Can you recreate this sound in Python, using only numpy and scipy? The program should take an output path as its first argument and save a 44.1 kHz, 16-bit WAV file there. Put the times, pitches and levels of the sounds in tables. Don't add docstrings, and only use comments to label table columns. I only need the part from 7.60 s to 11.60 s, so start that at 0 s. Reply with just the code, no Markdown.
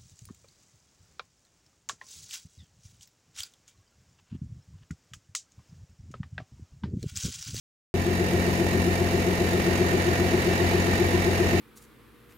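import sys
import numpy as np
from scipy import signal
from scipy.fft import rfft, irfft
from scipy.io import wavfile
from scipy.ndimage import map_coordinates

SR = 44100
rng = np.random.default_rng(int(sys.argv[2]) if len(sys.argv) > 2 else 0)


def store_wav(level_fs):
    pcm = np.round(np.clip(np.atleast_2d(level_fs), -1, 1) * 32767)
    wavfile.write(sys.argv[1], SR, pcm.T.astype(np.int16))


N = 176400
T = np.arange(N) / SR
FREQS = np.maximum(np.arange(N // 2 + 1) * SR / N, 1)


def amp(db):
    return 10 ** (np.asarray(db) / 20)


def level(x, db):
    return x * amp(db) / np.sqrt(np.mean(x ** 2))


def by_hz(points):
    hz, value = np.array(points).T
    return np.interp(np.log(FREQS), np.log(hz), value)


def resonances(modes):
    total = 0
    for hz, width_hz, db in modes:
        detuning = (FREQS ** 2 - hz ** 2) / (FREQS * width_hz)
        total = total + amp(db) / (1 + 1j * detuning)
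    return total


def shaped(x, response):
    return irfft(rfft(x) * response, N)


def walk(rate_hz):
    return level(shaped(rng.standard_normal(N), np.exp(-(FREQS / rate_hz) ** 2)), 0)


def blend(a, b, share):
    share = np.clip(share, 0, 1)
    return np.sqrt(share) * a + np.sqrt(1 - share) * b


# f/Hz, correlation [-1..1]
STEREO_CORRELATION = [(130, 0.87), (290, 0.97), (640, 0.64), (1300, -0.46), (3000, 0.14), (15000, -0.23)]


def spread(pair):
    correlation = np.clip(by_hz(STEREO_CORRELATION), -1, 1)
    mid = shaped(pair[0], np.sqrt(1 + correlation))
    side = shaped(pair[1], np.sqrt(1 - correlation))
    return np.array([mid + side, mid - side])


# relative thump level/dB, relative tick level/dB, thump lag/firings
CYLINDERS = [(11, -6, 0.0496), (-13.5, -4.5, .1), (-12.5, -5.5, 0.0637), (0.5, -5.5, 0.018),
             (0.5, -15, .04), (-4.5, -8.5, 0.16)]
TICK_RISE_FIRINGS, TICK_FALL_FIRINGS = .13, .4


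def each_cycle(firing, count):
    pattern = rng.standard_normal(count)
    place = firing / len(CYLINDERS) % 1 * count
    return level(map_coordinates(pattern, [place], mode="grid-wrap"), 0)


def beats(firing):
    k, part = firing.astype(int), firing % 1
    size = amp(np.array(CYLINDERS)[:, 1])
    size = size / size.max()
    falling = size[k % len(size)] * np.exp(-(part / TICK_FALL_FIRINGS) ** 2)
    rising = size[(k + 1) % len(size)] * np.exp(-((1 - part) / TICK_RISE_FIRINGS) ** 2)
    return falling + rising


# f/Hz, width/Hz, level/dB (relative)
INJECTOR_MODES = [(13600, 500, 0), (14200, 700, -2)]
INJECTOR_DB, INJECTOR_DECAY_S, INJECTOR_SCATTER_DB = -57, .004, 1.5


def injectors(firing):
    k = firing.astype(int)
    scatter_db = INJECTOR_SCATTER_DB * rng.standard_normal(k[-1] + 1)[k]
    size = amp(np.array(CYLINDERS)[k % len(CYLINDERS), 1] + scatter_db)
    age_s = T - np.interp(k, firing, T)
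    bursts = rng.standard_normal((2, N)) * size * np.exp(-age_s / INJECTOR_DECAY_S)
    return level(shaped(bursts, resonances(INJECTOR_MODES)), INJECTOR_DB)


LEFT_LAG_S, FAIRING_DECAY_S = .00028, 0.0023
DIRECT_SHARE, FAIRING_SHARE = 0.31, 0.67


def fairing(x):
    paths = rng.standard_normal((2, N)) * np.exp(-T / FAIRING_DECAY_S)
    paths /= np.sqrt(np.sum(paths ** 2, axis=1, keepdims=True))
    direct = np.exp(-2j * np.pi * FREQS * np.array([[LEFT_LAG_S], [0]]))
    near = shaped(x[0], blend(direct, rfft(paths), DIRECT_SHARE))
    return blend(near, spread(x[1:]), FAIRING_SHARE)


# (relative, per Hz)
GEAR_SPECTRUM = [(400, -18), (700, 4.5), (870, 2), (1150, 1.5), (1450, 0.5), (1900, 2.5), (2600, 1),
                 (3100, -6), (3800, -8), (5000, -14.5), (6000, -12.5), (6800, -9), (7600, -24.5),
                 (9000, -23), (15000, -26)]
GEAR_DB, GEAR_PULSE, GEAR_GRAIN, GEAR_REPEAT = -33, 0.37, 0.28, .15
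# f/Hz, width/Hz, level/dB (relative)
COVER_MODES = [(865, 35, -2), (980, 35, -6), (1832, 36, 1.5), (1890, 30, -2), (2268, 32, -3),
               (2703, 30, -5), (3650, 130, -11.5), (3960, 70, -12), (4505, 55, -8.5)]
COVER_DB, COVER_PULSE, COVER_FLARE_DB = -34.5, 0.44, 0.5
# (relative, per Hz)
TICK_SPECTRUM = [(1500, -21), (4000, 0.5), (6800, 4.5), (7700, -2.5), (9000, 5), (10000, -1.5), (12000, 0),
                 (14500, -5), (16000, -9)]
TICK_DB, TICK_PULSE, TICK_GRAIN = -45, 1.35, .3


def valve_gear(firing, rattle_db, tick_db):
    beat = beats(firing)
    contacts = blend(each_cycle(firing, count=130), walk(590), GEAR_REPEAT)

    def rattle(pulse, grain):
        return rng.standard_normal((3, N)) * (1 + pulse * beat) * np.exp(grain * contacts / 2)

    rustle = shaped(fairing(rattle(GEAR_PULSE, GEAR_GRAIN)), amp(by_hz(GEAR_SPECTRUM)))
    cover_hits = rattle(COVER_PULSE, GEAR_GRAIN) * amp(COVER_FLARE_DB * walk(2.6))
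    covers = shaped(fairing(cover_hits), resonances(COVER_MODES))
    ticks = shaped(spread(rattle(TICK_PULSE, TICK_GRAIN)), amp(by_hz(TICK_SPECTRUM)))
    rattling = level(rustle, GEAR_DB) + level(covers, COVER_DB)
    return amp(rattle_db) * rattling + amp(tick_db) * level(ticks, TICK_DB)


# (relative, per Hz)
CHURN_SPECTRUM = [(20, -13), (38, -11), (55, -14), (75, 0.5), (112, -8.5), (160, -4.5), (240, 2),
                  (300, -3.5), (350, 1), (415, -0.5), (455, -4.5), (495, -1), (585, -12), (680, -4),
                  (780, -14.5), (1000, -25.5), (1400, -32.5)]
CHURN_DB, CHURN_REPEAT, CHURN_PULSE = -27.5, 0.19, 0.79
CHURN_SURGE_DEPTH, CHURN_SURGE_AT_FIRINGS = 0.22, 4.35


def churn(firing):
    repeating = np.array([each_cycle(firing, count=600) for _ in range(2)])
    pair = blend(repeating, rng.standard_normal((2, N)), CHURN_REPEAT)
    cycle_phase = 2 * np.pi * (firing - CHURN_SURGE_AT_FIRINGS) / len(CYLINDERS)
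    surge = 1 + CHURN_SURGE_DEPTH * np.cos(cycle_phase)
    pulsed = pair * surge * (1 + CHURN_PULSE * beats(firing))
    return level(shaped(spread(pulsed), amp(by_hz(CHURN_SPECTRUM))), CHURN_DB)


# peak/firings, rise/firings, fall/firings, f/Hz at peak, peak level/dB (before scatter)
HOLLOW_SWELLS = [(3.82, 1.08, .52, 355, -20), (5.45, .5, .5, 370, -30.5)]
SWELL_GLIDE_HZ_PER_S, SWELL_JITTER_S = 550, .0002
SWELL_SCATTER_DB, SWELL_SCATTER_HZ, SWELL_STRETCH = 1.1, 2.5, .1


def throb(firing):
    out = np.zeros(N)
    for peak, rise, fall, hz, db in HOLLOW_SWELLS:
        for centre in np.arange(peak, firing[-1], len(CYLINDERS)):
            late, strong, sharp, long = rng.standard_normal(4)
            near = abs(firing - centre) < len(CYLINDERS) / 2
            away = firing[near] - centre
            age_s = T[near] - np.interp(centre, firing, T) + SWELL_JITTER_S * late
            width = np.where(away < 0, rise, fall) * np.exp(SWELL_STRETCH * long)
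            swell = np.exp(-(away / width) ** 2)
            turns = (hz + SWELL_SCATTER_HZ * sharp + SWELL_GLIDE_HZ_PER_S * age_s / 2) * age_s
            out[near] += amp(db + SWELL_SCATTER_DB * strong) * swell * np.sin(2 * np.pi * turns)
    return out


# f/Hz, width/Hz, level/dB (relative)
BODY_MODES = [(74, 21, 9), (217, 35, 6), (272, 40, 2.5), (430, 12, -11), (480, 35, 0.5), (678, 27, 2),
              (870, 36, -14)]
THUMP_DB, THUMP_SCATTER_DB, THUMP_JITTER_S = -41, 5, .0003
THUMP_SOFT_HZ = 1500


def thumps(firing):
    k = np.arange(1, int(firing[-1]))
    chance = rng.standard_normal((len(k), 2))
    db, _, lag = np.array(CYLINDERS)[k % len(CYLINDERS)].T
    at_s = np.interp(k + lag, firing, T) + THUMP_JITTER_S * chance[:, 0]
    strength = amp(db + THUMP_SCATTER_DB * chance[:, 1])
    pulses = np.bincount((at_s * SR).astype(int), strength, N)[:N]
    softening = (1 + 1j * FREQS / THUMP_SOFT_HZ) ** 2
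    return level(shaped(pulses, resonances(BODY_MODES) / softening), THUMP_DB)


# multiple of firing rate, level/dB (rms, before waver)
DRONE_HARMONICS = [(1, -45.5), (2, -30), (3, -41.5), (4, -33.5), (5, -38.5)]
DRONE_WAVER_DB, DRONE_DISPERSION_RAD = 1.5, 0.888


def drone(firing):
    total = np.zeros(N)
    for k, db in DRONE_HARMONICS:
        size = np.sqrt(2) * amp(db + DRONE_WAVER_DB * walk(5.6))
        phase = 2 * np.pi * round(k) * firing - DRONE_DISPERSION_RAD * (k - 1) ** 2
        total += size * np.cos(phase)
    return total


# t/s, speed/rpm
CRANK_SPEED = [(.3, 898), (1.2, 898.2), (1.4, 900), (2.75, 900), (2.9, 891), (3.1, 903), (3.45, 903),
               (3.6, 900.5)]
START_PHASE_FIRINGS = .17
# t/s, throb level/dB, rattle level/dB, tick level/dB
LAYER_DRIFT = [(.35, -2.5, -4, -4), (.9, -0.1, -1.5, 1), (1.5, -0.2, -2, -0.5), (2.2, 1, 0, 0),
               (2.8, 0, 0.1, -0.5), (3.1, 0.7, 1.1, -0.5), (3.5, .5, 0, 0), (4, 1.2, 1, -0.5)]
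# f/Hz, level/dB
LEFT_MINUS_RIGHT = [(60, 4.3), (110, 4.1), (200, 2.9), (380, 4.5), (500, -2), (680, 1.6), (850, -3),
                    (1300, -4), (2380, -5.5), (4400, -3), (7000, -1.5), (8500, 3), (10500, -1),
                    (15000, -1.5)]


def scene():
    rpm = np.interp(T, *np.array(CRANK_SPEED).T)
    firing = START_PHASE_FIRINGS + np.cumsum(rpm / 60 * len(CYLINDERS) / 2) / SR
    times, *columns = np.array(LAYER_DRIFT).T
    throb_db, rattle_db, tick_db = (np.interp(T, times, column) for column in columns)
    clicks = injectors(firing)
    gear = valve_gear(firing, rattle_db, tick_db)
    pulsing = churn(firing) + throb(firing) + thumps(firing)
    engine = clicks + gear + amp(throb_db) * pulsing + drone(firing)
    lean_db = by_hz(LEFT_MINUS_RIGHT) / 2
    return shaped(engine, amp([lean_db, -lean_db]))


START_S, TOP_HZ = .341, 15500


def record(dry):
    lowpass = signal.ellip(10, .1, 90, TOP_HZ, fs=SR, output="sos")
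    return signal.sosfilt(lowpass, dry * (T >= START_S))


dry = scene()
out = record(dry)
store_wav(out)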